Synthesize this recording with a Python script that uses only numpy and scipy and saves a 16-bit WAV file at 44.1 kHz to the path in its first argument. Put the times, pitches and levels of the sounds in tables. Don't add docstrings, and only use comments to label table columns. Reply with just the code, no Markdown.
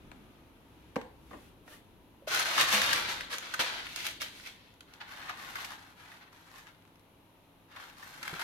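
import sys
import numpy as np
from scipy import signal
from scipy.fft import rfft, irfft, next_fast_len
from scipy.io import wavfile

SR = 44100
rng = np.random.default_rng(int(sys.argv[2]) if len(sys.argv) > 2 else 0)


def digitize_waveform(pressure):
    field = np.atleast_2d(pressure).T
    bounded = np.clip(field, -1, 1)
    quanta = np.round(bounded * 32767).astype(np.int16)
    wavfile.write(sys.argv[1], SR, quanta)


N = 371763
TIME = np.arange(N) / SR


# f/Hz, level/dB
FREE_SHEET = [(59, -87), (100, -5), (210, -25), (356, -10.5), (405, -16.5), (522, -7.5), (886, -5),
              (1140, 0), (1640, 1.5), (1750, 0.5), (4160, -2.5), (6920, -11), (7690, -14.5), (11500, -12.5),
              (15800, -27)]
# t/s, rise/s, hold/s, level/dB, relative crispness/dB
PULL_STROKES = [(2.268, 0.012, 0.043, -40.5, -6), (2.302, 0.01, 0.11, -33, -7),
                (2.44, 0.027, .07, -34.5, -8), (2.525, 0.081, .02, -26.5, -7),
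                (2.64, 0.053, .06, -34.5, -5), (2.705, 0.029, 0.018, -27.5, -5.5),
                (2.76, 0.02, 0.21, -31, -8.5), (2.99, 0.043, 0.066, -38.5, -14),
                (3.065, 0.026, 0.031, -37.5, -7), (3.14, 0.018, 0.079, -44.5, -13),
                (3.294, 0.025, 0.021, -38.5, -6.5), (3.37, 0.064, 0.25, -46, -10.5),
                (3.591, 0.0045, 0.0051, -27.5, -8), (3.635, 0.032, 0.13, -40, -13),
                (3.78, 0.023, 0.063, -50.5, -10)]
def pulled_sheet():
    return rustle(PULL_STROKES, FREE_SHEET, hiss_db=-1.5, billow_db=-13.5, body_db=0.5, crisp_db=-1)


# f/Hz, level/dB
CURLING_SHEET = [(500, -25), (1000, -9), (1600, -6.5), (2300, -0.5), (3500, -3.5), (5000, -7), (7700, -16),
                 (11500, -12.5), (15800, -27)]
# t/s, rise/s, hold/s, level/dB, relative crispness/dB
CURL_STROKES = [(3.84, 0.065, 0.058, -45, -8.5), (3.957, .01, 0.09, -40, -9), (4.03, 0.03, 0.016, -37, -7),
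                (4.199, 0.014, 0.0075, -35, -8), (4.235, 0.011, 0.017, -51, -17),
                (4.3, 0.058, 0.14, -51, -5.5), (4.43, 0.033, 0.014, -48, -12.5),
                (4.54, 0.049, 0.13, -62, -16)]
def curling_sheet():
    return rustle(CURL_STROKES, CURLING_SHEET, hiss_db=-1, billow_db=-20, body_db=-2.5, crisp_db=-2.5)


# f/Hz, level/dB
LYING_SHEET = [(290, -25), (500, -18), (639, -10.5), (739, -5.5), (904, -3), (986, -4.5), (1540, -1.5),
               (2250, -6.5), (4120, -11.5), (6830, -22.5), (7670, -24.5), (12200, -22), (15800, -36)]
# t/s, rise/s, hold/s, level/dB, relative crispness/dB
SLIDE_STROKES = [(4.86, 0.022, .1, -61, -14.5), (4.999, 0.0069, 0.0069, -45, -21),
                 (5.03, 0.11, .16, -47, -11.5), (5.282, 0.0026, 0.0053, -41, -23),
                 (5.33, 0.067, 0.21, -46.5, -9), (5.547, 0.0047, 0.18, -46, -8.5),
                 (5.75, 0.025, 0.13, -56.5, -9), (5.95, 0.04, 0.17, -54, -10), (6.2, 0.019, 0.01, -54, -18),
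                 (6.31, 0.022, 0.36, -61, -7.5), (6.47, 0.083, 0.033, -54.5, -5.5),
                 (6.66, 0.008, .025, -60.5, -26), (6.72, 0.038, 0.2, -75, -12),
                 (7.67, 0.084, 0.034, -53.5, -14), (7.756, 0.0084, 0.0067, -47.5, -16),
                 (7.78, 0.026, 0.093, -52, -9), (7.94, 0.065, 0.25, -52, -6),
                 (8.19, 0.086, 0.094, -43.5, -9.5), (8.386, 0.019, .04, -38.5, -8.5)]
def sliding_on_sheet():
    return rustle(SLIDE_STROKES, LYING_SHEET, hiss_db=-4.5, billow_db=-18, body_db=-0.5, crisp_db=-1)


def rustle(strokes, spectrum, hiss_db, billow_db, body_db, crisp_db):
    grain = coloured(buckles() + from_db(hiss_db) * long_noise(), spectrum)
    body = from_db(body_db) * rms_one(cut(grain, "band", [700, 5000], order=3))
    top = from_db(crisp_db) * rms_one(cut(grain, "band", [5000, 19000], order=3))
    billow = rms_one(cut(coloured(long_noise(), FREE_SHEET), "band", [150, 700], order=3))
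    body_gain, top_gain = stroke_gains(strokes)
    return body_gain * (body + from_db(billow_db) * billow) + top_gain * top


def buckles(per_s=2200, spread_db=4, clump_db=4.5, flex_db=1):
    born = np.flatnonzero(rng.random(N) < per_s / SR * from_db(clump_db * drift(70)))
    size, sign, facet, place = rng.random((4, N))[:, born]
    size = from_db(spread_db * np.minimum(-np.log(1 - size), 4)) * np.sign(sign - .5)
    lag = ((2 * place - 1) * .0004 * SR).astype(int)
    pitches, out = np.geomspace(500, 14000, 12), 0
    for k, hz in enumerate(pitches):
        here = (facet * len(pitches)).astype(int) == k
        clicks = np.zeros((2, N))
        clicks[0, born[here]] = size[here]
        clicks[1, np.clip(born + lag, 0, N - 1)[here]] = size[here]
        ring = resonate(clicks + 1e-18, hz, hz * 0.5)
        out = out + 0.77 * clicks + from_db(flex_db * drift(9)) * ring
    return rms_one(out)


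def stroke_gains(strokes, sag_db_per_s=9, release_db_per_s=212):
    body, top = np.zeros((2, N))
    for start, rise, hold, db, crisp_db in strokes:
        first = int(start * SR)
        t = TIME[:min(N - first, SR)]
        sag_db = sag_db_per_s * np.maximum(t - rise, 0)
        release_db = release_db_per_s * np.maximum(t - rise - hold, 0)
        gain = np.minimum(t / rise, 1) * from_db(db - sag_db - release_db)
        body[first:first + len(t)] += gain ** 2
        top[first:first + len(t)] += (gain * from_db(crisp_db)) ** 2
    return np.sqrt(body), np.sqrt(top)


# t/s, level/dB, facet f/Hz, relative treble/dB
CREASES = [(2.345, -16.5, 1600, -7), (2.396, -14.5, 1160, -15), (2.58, -12.5, 1020, -31),
           (2.61, -12, 2930, 9), (2.727, -11, 2300, 1), (2.817, -13, 1880, -8), (2.93, -10.5, 1910, -7),
           (3.331, -28, 1650, -27), (3.538, -22, 1440, -19), (3.597, -20, 1600, -31),
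           (4.004, -32, 2620, -7), (4.066, -20, 2700, -5), (4.217, -21.5, 1600, -8),
           (4.473, -29.5, 2030, -15), (5.294, -23.5, 1190, -29), (5.555, -28, 1580, -31),
           (5.584, -35, 1060, -35), (5.647, -27, 2720, -6), (5.718, -33.5, 1130, -28),
           (6.118, -36.5, 1850, -22), (8.028, -37, 1600, -23), (8.229, -26, 1930, -12),
           (8.338, -30, 1650, -32), (8.394, -24.5, 1260, -21)]
def crumples():
    return snaps(CREASES, decay_s=0.0043, gain_db=-0.5, facet_db=21, treble_db=28.5, ragged_db=5)


# t/s, level/dB, facet f/Hz, relative treble/dB
SHEET_TICKS = [(3.208, -27.5, 2210, -14), (3.383, -26, 4790, 16), (3.868, -30, 2220, -33),
               (3.961, -24.5, 2370, 0), (4.398, -38.5, 2060, -24.5), (4.807, -39.5, 3220, -20),
               (4.937, -43, 2600, 1), (6.669, -42, 2000, -32), (6.852, -52, 1100, -35),
               (8.278, -27.5, 1830, -25)]
# from t/s, to t/s
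SETTLING_SPELLS = [(4.55, 5.0), (6.6, 7.0)]
def ticks():
    faint = [(rng.uniform(start, end), -55, 2200 * 2 ** rng.uniform(-1, 1), -14)
             for start, end in SETTLING_SPELLS for _ in range(6)]
    return snaps(SHEET_TICKS + faint, decay_s=0.0014, gain_db=4, facet_db=12, treble_db=21, ragged_db=7.5)


def snaps(table, decay_s, gain_db, facet_db, treble_db, ragged_db):
    out, t = np.zeros((2, N)), TIME[:2 ** 12]
    for s, db, hz, own_treble_db in table:
        ragged = from_db(ragged_db * np.repeat(rng.standard_normal(len(t) // 32), 32))
        cracks = coloured(rng.standard_normal((2, len(t))) * ragged * np.exp(-t / decay_s), FREE_SHEET)
        ring = from_db(facet_db) * resonate(cracks, hz, hz * 0.31)
        treble = from_db(own_treble_db + treble_db) * cut(cracks, "high", 3300, order=1)
        snap = cut(cracks + ring + treble, "high", 480)
        add(out, s, from_db(db + gain_db) * snap / np.abs(snap).max())
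    return out


# t/s, level/dB, low-pass f/Hz, contact decay/s
PALM_PATS = [(0.116, -40.5, 2200, 0.0008), (0.958, -31, 5000, 0.0035), (0.963, -22.5, 1030, 0.0037),
             (1.014, -38, 4500, 0.0017), (1.308, -42.5, 1400, 0.019), (1.331, -40.5, 796, 0.022),
             (1.678, -46.5, 3530, 0.0034)]
# f/Hz, width/Hz, level/dB
PALM_MODES = [(214, 186, -8.5), (300, 79, 4), (560, 134, 3), (727, 215, 2.5), (1045, 500, -0.5),
              (1600, 1340, -3.5)]
def pats(gain_db, smack_db):
    out, t = np.zeros((2, N)), TIME[:2 ** 12]
    for s, db, dull_hz, decay_s in PALM_PATS:
        push = diffuse(len(t)) * np.exp(-t / decay_s)
        thud = sum((-1) ** k * from_db(mode_db) * resonate(push, hz, width)
                   for k, (hz, width, mode_db) in enumerate(PALM_MODES))
        smack = from_db(smack_db) * cut(push, "high", 1100, order=1)
        pat = cut(thud + smack, "low", dull_hz, order=1)
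        add(out, s, from_db(db + gain_db) * pat / np.abs(pat).max())
    return out


# t/s, level/dB, f/Hz, decay/s
LOW_BUMPS = [(0.172, -43.5, 230, 0.028), (0.964, -17, 235, 0.0074), (0.968, -25, 545, 0.0087),
             (1.336, -37, 237, 0.011), (2.222, -41.5, 560, 0.014), (2.274, -19, 614, 0.0065),
             (2.612, -22.5, 463, 0.007), (2.736, -30, 208, 0.02), (3.598, -29, 250, 0.012),
             (8.328, -31.5, 156, 0.0092), (8.33, -27, 366, 0.0039)]
def bumps(gain_db, attack_s=0.00086):
    out, t = np.zeros((2, N)), TIME[:2 ** 13]
    for s, db, hz, decay_s in LOW_BUMPS:
        envelope = (1 - np.exp(-t / attack_s)) * np.exp(-t / decay_s)
        add(out, s, from_db(db + gain_db) * envelope * np.sin(2 * np.pi * hz * t))
    return out


# t/s, level/dB, half length/s, low-pass f/Hz
PALM_BRUSHES = [(0.12, -61, 0.32, 1940), (0.844, -66, 0.14, 3500), (1.32, -67, 0.096, 12000),
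                (1.44, -67, 0.062, 12000), (1.727, -55, 0.036, 15000)]
# f/Hz, level/dB
SKIN_HISS = [(290, -19), (500, -3.5), (1060, -11.5), (1170, -3), (1860, -9.5), (2450, -6), (3040, -7),
             (7780, -18), (10900, -9.5), (15800, -20)]
def brushes():
    hiss = rms_one(coloured(long_noise(), SKIN_HISS))
    return sum(swells([(s, db, half_s)]) * cut(hiss, "low", dull_hz, order=1)
               for s, db, half_s, dull_hz in PALM_BRUSHES)


# t/s, f/Hz, level/dB
FINGER_SQUEAK = [(1.67, 1866, -85), (1.682, 1910, -54), (1.70, 1710, -70), (1.73, 1740, -57),
                 (1.747, 1970, -62.5), (1.76, 1940, -87)]
def squeak(waver):
    s, hz, db = np.transpose(FINGER_SQUEAK)
    slip_hz = np.interp(TIME, s, hz) * (1 + waver * drift(540))
    gain = from_db(np.interp(TIME, s, db)) * (TIME > s[0]) * (TIME < s[-1])
    return gain * np.sin(2 * np.pi * np.cumsum(slip_hz) / SR)


def kitchen(x, spots):
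    shares = np.array([drift(9) for _ in range(spots)])
    shares = shares / np.sqrt(np.sum(shares ** 2, axis=0))
    return x + sum(signal.fftconvolve(x * share, room_response(), axes=1)[:, :N] for share in shares)


# f/Hz, time to fall 60 dB/s
WALL_DECAY = [(150, 0.28), (500, 0.44), (1500, 0.42), (4000, 0.46), (12000, 0.26)]
def room_response(early_db=-5, early_s=0.0059, tail_db=-6.5):
    t, edges = TIME[:2 ** 15], 80 * 2 ** np.arange(9)
    noise, tail = diffuse(len(t)), 0
    for low, high in zip(edges, edges[1:]):
        t60 = at_hz(WALL_DECAY, np.sqrt(low * high))
        tail = tail + cut(noise, "band", [low, high]) * from_db(-60 * t / t60)
    tail = tail * np.clip(t / 0.013, 0, 1)
    early = diffuse(len(t)) * np.exp(-t / early_s) * (t > .001)
    return (from_db(early_db) * rms_one(early) + from_db(tail_db) * rms_one(tail)) / np.sqrt(len(t))


# f/Hz, level/dB
VENT_RUMBLE = [(15, -40), (25, -1.5), (107, -3), (129, -3.5), (155, -4.5), (316, -2), (541, -16.5),
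               (573, -31), (634, -13), (800, -32), (1040, -66), (1760, -120)]
VENT_AIR = [(240, -31.5), (400, -7.5), (579, -9), (635, -11), (799, -10.5), (932, -7), (1070, -12),
            (1230, -14), (1750, -19.5), (2690, -17.5), (4080, -22), (4410, -27.5), (8030, -36),
            (11300, -24), (15800, -35)]
# f/Hz, level/dB
MOTOR_HUM = [(102.3, -75.5), (166.9, -78), (274.5, -77.5)]
# t/s, level/dB, half length/s
AIR_WAFTS = [(0, -58.5, 0.22), (1.3, -60, 1.0), (2.92, -53, 0.23), (3.95, -59.5, 0.47), (5.5, -60.5, 0.31),
             (8.43, -61, 0.28)]
def ventilation(rumble_db, waft_gain_db, air_db, hum_gain_db):
    level = np.hypot(from_db(rumble_db), from_db(waft_gain_db) * swells(AIR_WAFTS))
    rumble = level * rms_one(cut(coloured(long_noise(), VENT_RUMBLE), "low", 670, order=4))
    air = from_db(air_db) * rms_one(cut(coloured(long_noise(), VENT_AIR), "high", 424, order=4))
    hum = sum(from_db(db + hum_gain_db) * np.sqrt(2) * np.sin(2 * np.pi * hz * TIME + .5 * drift(5.1))
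              for hz, db in MOTOR_HUM)
    return rumble + air + hum


# t/s, level/dB, half length/s
DRONE_SWELLS = [(.41, -68, .07), (.95, -64, 0.21), (1.34, -62, 0.11)]
def drone(hz):
    return swells(DRONE_SWELLS) * np.sqrt(2) * np.sin(2 * np.pi * hz * TIME + 0.3 * drift(7.7))


# f/Hz, left minus right level/dB
PAIR_BALANCE = [(60, 1.5), (130, 3), (300, -0.5), (550, -0.5), (900, 1.5), (1800, 2), (3300, 3), (4500, 2),
                (6200, -11), (8500, -4.5), (12000, 8), (15000, -0.5)]
def microphones(x):
    return np.vstack([coloured(channel[None], [(hz, share * db) for hz, db in PAIR_BALANCE])
                      for channel, share in zip(x, (.5, -.5))])


# f/Hz, coherence
PAIR_COHERENCE = [(60, 0.84), (250, 0.89), (500, 0.72), (1000, 0.3), (2000, 0.16), (12000, -0.19)]
def diffuse(size):
    mid, side = rfft(rng.standard_normal((2, size)))
    alike = at_hz(PAIR_COHERENCE, np.arange(len(mid)) * SR / size)
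    return irfft(np.sqrt(1 + alike) * mid + np.sqrt(1 - alike) * side * [[1], [-1]], size)


def long_noise():
    return diffuse(next_fast_len(N, True))[:, :N]


def drift(per_s):
    knots = rng.standard_normal(2 ** 13)
    return rms_one(np.interp(TIME * per_s, np.arange(len(knots)), knots))


def swells(table):
    return sum(from_db(db) * np.exp(-.5 * ((TIME - s) / half_s) ** 2) for s, db, half_s in table)


def from_db(db):
    return 10 ** (np.asarray(db) / 20)


def rms_one(x):
    return x / np.sqrt(np.mean(x ** 2) + 1e-20)


def at_hz(points, hz):
    f, value = np.transpose(points)
    return np.interp(np.log(np.maximum(hz, 1)), np.log(f), value)


def cut(x, kind, hz, order=2):
    return signal.sosfilt(signal.butter(order, hz, kind, fs=SR, output="sos"), x + 1e-18)


def resonate(x, hz, width_hz):
    r = np.exp(-np.pi * width_hz / SR)
    feedback = [1, -2 * r * np.cos(2 * np.pi * hz / SR), r * r]
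    return signal.lfilter(np.array([1, 0, -1]) * (1 - r * r) / 2, feedback, x)


def coloured(x, spectrum, size=2 ** 12):
    gain = from_db(at_hz(spectrum, np.arange(size // 2 + 1) * SR / size))
    cepstrum = irfft(np.log(gain))
    cepstrum[1:size // 2] *= 2
    cepstrum[size // 2 + 1:] = 0
    impulse = irfft(np.exp(rfft(cepstrum)))
    return signal.oaconvolve(x, impulse[None], axes=1)[:, :x.shape[1]]


def add(out, s, sound):
    start = round(s * SR)
    out[:, start:start + sound.shape[-1]] += sound[..., :N - start]


def scene():
    paper = pulled_sheet() + curling_sheet() + sliding_on_sheet() + crumples() + ticks()
    dough = pats(gain_db=3.5, smack_db=-21) + bumps(gain_db=-8) + brushes() + squeak(waver=0.016)
    bench = kitchen(paper + dough, spots=5)
    room_tone = ventilation(rumble_db=-65.5, waft_gain_db=-.5, air_db=-64.5, hum_gain_db=2.5)
    return microphones(bench + room_tone + drone(hz=62))


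def record(dry):
    return signal.sosfilt(signal.ellip(10, .1, 80, 15900, fs=SR, output="sos"), dry)


dry = scene()
out = record(dry)
digitize_waveform(out)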